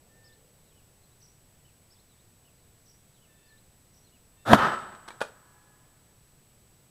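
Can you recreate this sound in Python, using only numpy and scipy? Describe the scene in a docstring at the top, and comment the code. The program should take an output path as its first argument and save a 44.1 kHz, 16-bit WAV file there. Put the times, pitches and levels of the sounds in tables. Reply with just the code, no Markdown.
"""Compressed-air cannon in a farmyard

Air rushes down a barrel for about 80 ms (shaped noise), then bursts out as steep pressure fronts and a crack.
Trees and buildings return it as decaying noise; light knocks and a smaller bang follow (noise and modes).
Faint birds (gliding sines), low wind (noise) and a thin electronic whine (a restarted sine) lie underneath.
The small camera that hears it overloads: peaks are clipped, then the band is limited."""
import sys
import numpy as np
from scipy import signal
from scipy.fft import rfft, irfft
from scipy.io import wavfile
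from scipy.ndimage import uniform_filter1d

SR = 44100
rng = np.random.default_rng(int(sys.argv[2]) if len(sys.argv) > 2 else 0)


def log_audio(samples):
    """Write samples as a 16-bit WAV file to the path given in sys.argv[1]."""
    # one column per channel
    frames = np.atleast_2d(samples).T
    # limit to full scale, then quantise
    limited = np.clip(frames, -1, 1)
    pcm = np.round(limited * 32767).astype(np.int16)
    wavfile.write(sys.argv[1], SR, pcm)


N = 304290
TIME = np.arange(N) / SR  # [s]
BINS = np.fft.rfftfreq(N, 1 / SR)  # [Hz]
VALVE_S, MUZZLE_S = 4.451, 4.533  # the valve opens; the air bursts from the muzzle


def amp(db):
    """Decibel law: converts a level to an amplitude gain."""
    return 10 ** (np.asarray(db) / 20)


def unit(x):
    """Normalization: scales a signal to rms 1."""
    return x / np.sqrt(np.mean(x ** 2) + 1e-20)


def colour(points, hz=BINS):
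    """Spectral envelope: gain interpolated in decibels over log frequency."""
    f, db = np.transpose(points)
    return amp(np.interp(np.log(hz + 1), np.log(f + 1), db))


def resonances(peaks):
    """Resonance: bell-shaped gains around each frequency, summed in power."""
    power = sum((amp(db) / (1 + ((BINS - hz) / width) ** 2)) ** 2 for hz, width, db in peaks)
    return np.sqrt(power)


def noise(gain):
    """Filtered noise: white noise given a gain over frequency, at rms 1."""
    white = rng.standard_normal(N)
    return unit(irfft(rfft(white) * gain, N))


def steadied(x, size):
    """Envelope flattening: holds noise power steady over size samples, keeping the fine grain."""
    power = abs(uniform_filter1d(x ** 2, size))
    return x / np.sqrt(power + 1e-9)


def drift(rate_hz):
    """Random modulation: low-passed noise of rms 1."""
    return noise(np.exp(-(BINS / rate_hz) ** 2))


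def ring(modes):
    """Modal decay: a sum of sines, each losing 60 dB in its t60."""
    t = TIME[:SR // 2]
    return sum(amp(db - 60 * t / t60) * np.sin(2 * np.pi * hz * t) for hz, db, t60 in modes)


def add(mix, s, sound):
    """Superposition: adds a sound into the mix at time s."""
    part = mix[max(round(s * SR), 0):][:len(sound)]
    part += sound[:len(part)]


def scatter(x, t60):
    """Diffuse reflection from ground and nearby walls: convolution with decaying noise."""
    t = TIME[:SR]
    decay = amp(-60 * t / t60) * (1 - np.exp(-t / 0.0024))
    taps = rng.standard_normal(SR) * decay
    return signal.fftconvolve(x, taps / np.linalg.norm(taps))[:N]


def swell(s, db, rise_db_per_s, fall_db_per_s, hold=0):
    """Exponential growth and decay: gain climbs to db at time s, holds, and dies away."""
    rise = rise_db_per_s * np.maximum(s - TIME, 0)
    fall = fall_db_per_s * np.maximum(TIME - s - hold, 0)
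    return amp(db - rise - fall)


# spectrum of the outdoor air and the microphone's hiss: (frequency [Hz], relative density [dB per Hz])
AIR_COLOUR = [(20, -3), (60, -4), (125, 0), (200, -8.5), (300, -11.5), (480, -13), (750, -16.5),
              (1200, -20.5), (2300, -22.5), (7000, -24.5), (11000, -24.5), (15000, -26)]
AIR_DB = -61.5


def background():
    """Broadband ambience: outdoor air over microphone hiss, low gusts and a rumble that dies away."""
    air = amp(AIR_DB) * noise(colour(AIR_COLOUR))
    gust_colour = colour([(20, -4), (120, 1.0), (200, -5.0), (500, -36.5), (2000, -70)])
    gusts = amp(-73.5 + 3.3 * drift(4.9)) * noise(gust_colour)
    rumble_colour = colour([(80, -54), (480, 10), (850, -3.5), (1600, -24), (5000, -47)])
    rumble = noise(rumble_colour) * swell(0, -70, rise_db_per_s=0, fall_db_per_s=16.5, hold=0.37)
    return air + gusts + rumble


WHINE_HZ, FRAME_HZ, WHINE_DB = 7933, 60.324, -69.5


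def whine():
    """Periodic phase reset: a tone restarts each camera frame and buzzes; it swells after the blast."""
    surge = swell(4.69, -56.5, rise_db_per_s=95, fall_db_per_s=101, hold=0.054)
    settling = swell(4.8, -70.5, rise_db_per_s=95, fall_db_per_s=29, hold=0.35)
    time_in_frame = TIME % (1 / FRAME_HZ)
    tone = np.sqrt(2) * np.sin(2 * np.pi * WHINE_HZ * time_in_frame)
    return tone * (amp(WHINE_DB) + surge + settling)


# drawn-out calls: (time [s], length [s], base partial at mid-call [Hz], level [dB],
# overtone strength [dB])
FAR_CALLS = [(.075, 0.31, 1792, -68, -20), (3.252, 0.26, 1780, -71, -6.5), (3.5, 0.07, 1760, -64, -25),
             (4.35, 0.24, 1800, -71.5, 2.5)]
# reedy overtones: (multiple of the base partial, relative level [dB])
FAR_OVERTONES = [(1.5, -1.5), (2, -1.5)]
FAR_SAG_HZ_PER_S = 69


def far_bird(uneven_db=1.8):
    """Partial series: a far bird's reedy calls, each one wavering note that sinks slightly."""
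    out, waver = np.zeros(N), 1 + 0.0089 * drift(58)
    for s, length, hz, db, reed_db in FAR_CALLS:
        t = np.arange(0, length, 1 / SR)
        sinking_hz = hz - FAR_SAG_HZ_PER_S * (t - length / 2)
        phase = 2 * np.pi * np.cumsum(sinking_hz * np.interp(s + t, TIME, waver)) / SR
        overtones = sum(amp(part_db) * np.sin(k * phase) for k, part_db in FAR_OVERTONES)
        call = unit(np.sin(phase) + amp(reed_db) * overtones)
        add(out, s, amp(db) * call * signal.windows.tukey(len(t), .3))
    return out * amp(uneven_db * drift(25))


# syllables sung: (time [s], kind, level [dB], pitch factor)
SONG = [(.236, "chirrup", -64, 1.005), (0.664, "slide", -70, 0.89), (.745, "slur", -67.5, 0.98),
        (1.006, "slur", -71, 1.37), (1.11, "flick", -71, 0.97), (1.202, "twitter", -58.5, 1),
        (1.636, "slur", -66, .98), (1.9, "chirrup", -64, 1.01), (2.079, "slur", -69.5, 1.3),
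        (2.185, "flick", -68, 0.94), (2.437, "slur", -68, .96), (2.54, "slide", -74, 1.13),
        (2.856, "twitter", -60, 0.99), (3.125, "slide", -67.5, 0.92), (3.201, "slur", -68, 0.98),
        (3.452, "flick", -70, 1.2), (3.468, "slur", -67.5, 1.39), (3.568, "flick", -67, 0.97),
        (3.595, "slide", -76, 1.1), (3.933, "twitter", -62.5, 1), (4.03, "slur", -67, 1.38),
        (4.112, "slur", -67.5, 0.95)]
# notes of each kind of syllable: (delay [s], length [s], first pitch [Hz], last pitch [Hz],
# arch height [Hz], relative level [dB]); the pitch factor scales all three pitches
SYLLABLES = { "chirrup": [(0, .053, 3650, 3350, 1850, 3), (.056, .02, 3550, 3400, 0, -2.5),
             (.081, .029, 3340, 4480, 3, -1.5)], "twitter": [(0, .023, 5900, 3730, 706, -3.5),
             (.021, .022, 6100, 5480, -3, -1), (.036, .031, 3900, 3800, 2100, -2.5),
             (.066, .062, 5473, 6100, 0, -7)], "slur": [(.006, .064, 2897, 2300, 421.2, -1)],
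             "slide": [(0, .075, 4800, 3150, 0, -4)], "flick": [(0, 0.0306, 3500, 4200, 195, 0)]}
ARCH_FLATNESS = 2.4  # 2 is a round arch; more flattens its top


def songbird(flutter=.013, flutter_db=2.0):
    """Frequency modulation: a small bird's fluttering whistles glide between pitches over an arch."""
    out = np.zeros(N)
    waver, tremble = 1 + flutter * drift(180), amp(flutter_db * drift(90))
    for s, kind, db, pitch in SONG:
        for delay, length, first_hz, last_hz, arch_hz, note_db in SYLLABLES[kind]:
            u = np.linspace(0, 1, round(length * SR))
            arch = arch_hz * (1 - abs(2 * u - 1) ** ARCH_FLATNESS)
            hz = pitch * (first_hz + (last_hz - first_hz) * u + arch)
            turns = np.cumsum(hz * np.interp(s + delay + u * length, TIME, waver)) / SR
            note = np.sin(2 * np.pi * turns) * signal.windows.tukey(len(u), .4)
            add(out, s + delay, amp(db + note_db) * note)
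    return out * tremble


def birds():
    """Multiple scattering: the trees soften both birds by adding diffuse reflections."""
    calls = songbird() + far_bird()
    return calls + amp(-8.5) * scatter(calls, t60=0.37)


# contacts after the shot: (time [s], crunch level [dB], contact length [s],
# thud relative to crunch [dB], pitch factor)
KNOCKS = [(4.788, -32, 0.0018, -25, 1.2), (4.948, -47.5, 0.0068, -25, 1), (5.078, -42, 0.0074, -11, 1.7),
          (5.084, -37.5, 0.0067, -4.5, 1.5), (5.105, -34.5, 0.0022, -3, 1.6),
          (5.2051, -33, 0.01, -23, 0.84), (5.2146, -23.5, 0.0037, 4.5, 1), (5.219, -25, 0.0042, -12, 1.1),
          (5.284, -49, .004, -15, 1.1)]
# spectrum of the crunch: (frequency [Hz], relative density [dB per Hz])
KNOCK_COLOUR = [(60, -14.5), (200, -9), (520, -5), (700, -3), (870, 3), (1150, -0.5), (1500, 4),
                (2100, -13), (3700, -10), (5200, -16), (9500, -20.5), (15500, -42)]
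# modes of the struck thing, before the pitch factor: (frequency [Hz], relative level [dB], t60 [s])
STRUCK_MODES = [(233, -13, 0.035), (532, -12, 0.078), (583, 0.5, 0.042), (820, -10.5, 0.045),
                (1157, -11, 0.049), (1433, -9, 0.056), (2456, -18, 0.066), (3630, -26, 0.057)]


def knocks(rattle_db=-16, rattle_t60=0.19):
    """Impact excitation: crunching contacts ring the struck thing's modes and trail a fine rattle."""
    out, t = np.zeros(N), TIME[:SR // 2]
    bass_loss = signal.butter(2, 300, "high", fs=SR, output="sos")  # small things radiate little bass
    for s, db, length, thud_db, pitch in KNOCKS:
        modes = [(hz * pitch, mode_db, t60) for hz, mode_db, t60 in STRUCK_MODES]
        thud = signal.sosfilt(bass_loss, ring(modes))
        crunch = steadied(noise(colour(KNOCK_COLOUR))[:len(t)], size=200)
        contact = np.exp(-(t / length) ** 2) * (1 - np.exp(-t / 0.0011))
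        rattle = amp(rattle_db - 60 * t / rattle_t60) * (1 - np.exp(-t / length))
        add(out, s, amp(db) * (crunch * (contact + rattle) + amp(thud_db) * thud))
    return out + amp(-12) * scatter(out, t60=0.28)


# ringing that hangs in the air: (frequency at 5.55 s [Hz], level before the shared swell [dB])
AFTERRING = [(829, -78.5), (995, -77), (1244, -92), (1400, -104), (1680, -74.5)]


def afterring(rise=0.03, waver=0.011):
    """Lingering tones: faint sines waver at random and creep up in pitch after the shot."""
    glide = 1 + rise * np.clip(TIME - 5.55, -1, 1)
    tones = np.zeros(N)
    for hz, db in AFTERRING:
        wavering_hz = hz * glide * (1 + waver * drift(48.4))
        tones += amp(db + 2 * drift(30)) * np.sin(2 * np.pi * np.cumsum(wavering_hz) / SR)
    return tones * swell(5.33, 5.0, rise_db_per_s=102, fall_db_per_s=42, hold=0.4)


# spectrum of the returns: (frequency [Hz], relative density [dB per Hz])
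ECHO_COLOUR = [(30, -23.5), (120, -11.5), (205, -5), (290, -14.5), (380, -8), (470, -8), (800, -3.5),
               (1280, -1.5), (1700, -4.5), (2200, -17.5), (3600, -21.5), (5500, -31), (9000, -41),
               (15500, -48.5)]
# resonances in the returns: (frequency [Hz], width [Hz], relative level [dB])
ECHO_RING = [(213.8, 13, -1), (365, 18, -3), (1020, 24, -0.5), (1273, 35, 4.5), (1500.5, 40, -4.5),
             (3047, 70, -14), (3620, 62, -19)]
# main echoes from tree lines and buildings: (time [s], level [dB])
ECHOES = [(4.592, -22.5), (4.622, -23), (4.648, -23.5), (4.671, -26), (4.722, -29), (4.765, -40),
          (4.828, -40.5), (4.865, -44), (4.928, -46.5)]
ECHO_RISE_DB_PER_S, ECHO_FALL_DB_PER_S = 420.5, 216  # the fall is for the main echoes
COUNTRY_DB, COUNTRY_FALL_DB_PER_S = -45, 22.5  # long tail from the land beyond


def yard_echo(bright_db=0.5, dulling_db_per_s=4, patchy_db=1.0):
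    """Diffuse reverberation: trunks and walls return the blast; later returns have lost some treble."""
    plain = steadied(noise(colour(ECHO_COLOUR)), size=1200)
    resonant = steadied(noise(resonances(ECHO_RING)), size=1200)
    returns = unit((plain + amp(-5.5) * resonant) * amp(patchy_db * drift(120)))
    body = signal.sosfiltfilt(signal.butter(2, 2100, fs=SR, output="sos"), returns)
    treble_gain = amp(bright_db - dulling_db_per_s * np.clip(TIME - MUZZLE_S, 0, .45))
    # echoes add in power
    near = sum(swell(s, db, ECHO_RISE_DB_PER_S, ECHO_FALL_DB_PER_S) ** 2 for s, db in ECHOES)
    far = swell(4.62, COUNTRY_DB, ECHO_RISE_DB_PER_S, COUNTRY_FALL_DB_PER_S) ** 2
    return (body + treble_gain * (returns - body)) * np.sqrt(near + far)


def barrel_tone(hz=1312):
    """Pipe resonance: the emptying barrel sings one wavering note and stops; the yard carries it on."""
    phase = 2 * np.pi * np.cumsum(hz * (1 + 0.0081 * drift(60))) / SR
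    direct = swell(4.69, -35, rise_db_per_s=60, fall_db_per_s=1200, hold=0.091) * (TIME > MUZZLE_S)
    carried = swell(4.72, -47, rise_db_per_s=200, fall_db_per_s=140, hold=.15)
    return np.sin(phase) * amp(2 * drift(40)) * (direct + carried)


# spectrum of the rushing air, also heard in the puff: (frequency [Hz], relative density [dB per Hz])
RUSH_COLOUR = [(60, -22.5), (400, -7.5), (700, 2), (1400, 1), (1750, -0.5), (2200, -14.5), (3600, -15),
               (5000, -21), (8000, -26), (11000, -27.5), (15500, -36)]


def puff(db=-19.5, hold=0.013):
    """Jet noise: air packed in the barrel escapes in one short puff just behind the burst."""
    rush = steadied(noise(colour(RUSH_COLOUR)), size=400)
    return rush * swell(4.535, db, rise_db_per_s=2999, fall_db_per_s=1300, hold=hold)


def jet(db, power, fall_db_per_s):
    """Power law of flow: gain grows from valve to muzzle, then falls as the tank runs empty."""
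    flow = np.clip((TIME - VALVE_S) / (MUZZLE_S - VALVE_S), 0, 1)
    return flow ** power * amp(db - fall_db_per_s * np.maximum(TIME - MUZZLE_S, 0))


# spectrum of the low boom: (frequency [Hz], relative density [dB per Hz])
BOOM_COLOUR = [(20, -25.5), (70, -24), (118, 1), (155, -10), (215, 3), (400, -11.5), (600, -3),
               (900, -11.5), (1400, -31), (4000, -59)]
# barrel resonances: (frequency [Hz], width [Hz], relative level [dB])
BARREL = [(310, 25, -1.5), (678.6, 17, -1), (1320, 47, 9), (1544, 56, -5.5), (3480, 86, -10),
          (3850, 120, -13), (6990, 160, -21.5)]
# how each sound follows the flow: (level at the muzzle [dB], power of its growth, fall [dB per s])
RUSH_LAW = (-22, 0.95, 240)
BOOM_LAW = (-12.5, 2.3, 470)
WHISTLE_LAW = (-24, 1, 330)


def discharge():
    """Turbulent pipe flow: the jet swells, whistles in the barrel's resonances and booms at the muzzle."""
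    rush = steadied(noise(colour(RUSH_COLOUR)), size=400)
    boom = steadied(noise(colour(BOOM_COLOUR)), size=700)
    whistle = steadied(noise(resonances(BARREL)), size=600)
    return rush * jet(*RUSH_LAW) + boom * jet(*BOOM_LAW) + whistle * jet(*WHISTLE_LAW)


# pressure fronts at the muzzle, before filtering: (time [s], level [dB], length [s])
FRONTS = [(4.5299, -5, 0.0004), (4.5333, 3, .00035), (4.5344, 6, .00035)]
# modes of the muzzle: (frequency [Hz], relative level [dB], t60 [s])
MUZZLE_MODES = [(119, -25, 0.08), (204.3, -16.5, 0.12), (640.7, -1.5, 0.025), (986, -4, .03),
                (1580, -16.5, 0.041), (3030, -12.5, 0.013)]
# spectrum of the crack: (frequency [Hz], relative density [dB per Hz])
CRACK_COLOUR = [(60, -24), (380, -13), (650, 12.5), (1000, -1.5), (1400, -9.5), (2300, -17.5), (3100, -13),
                (5500, -26.5), (9000, -37), (15500, -39.5)]


def burst(crack_db=-1, crack_length=.0018):
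    """Blast wave: steep fronts each followed by suction, a tearing crack and the muzzle's ring."""
    out = np.zeros(N)
    for s, db, length in FRONTS:
        u = TIME[:SR // 10] / length
        add(out, s, amp(db) * (1 - u) * np.exp(-u))
    # the way across the yard rounds the fronts
    out = signal.sosfilt(signal.butter(2, 1800, fs=SR, output="sos"), out)
    # the second front starts the ring
    add(out, FRONTS[1][0], amp(2.5) * ring(MUZZLE_MODES))
    crack_shape = np.exp(-((TIME - 4.534) / crack_length) ** 2)
    crack = steadied(noise(colour(CRACK_COLOUR)), size=100) * crack_shape
    # so small a muzzle radiates little deep bass
    bass_loss = signal.butter(1, 60, "high", fs=SR, output="sos")
    return signal.sosfilt(bass_loss, out + amp(crack_db) * crack)


def scene():
    """Superposition: the whole yard summed in mono."""
    surroundings = background() + whine() + birds()
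    shot = afterring() + yard_echo() + barrel_tone() + puff() + discharge() + burst()
    return (surroundings + knocks() + shot)[None]


def record(dry):
    """Overload and band limit: the input clips peaks, then a low-pass removes the top treble."""
    clipped = np.clip(dry, -.97, .97)
    band_limit = signal.firwin(301, 15600, window=("kaiser", 8), fs=SR)  # cutoff in Hz
    return signal.oaconvolve(clipped, band_limit[None], "same")


dry = scene()
out = record(dry)
log_audio(out)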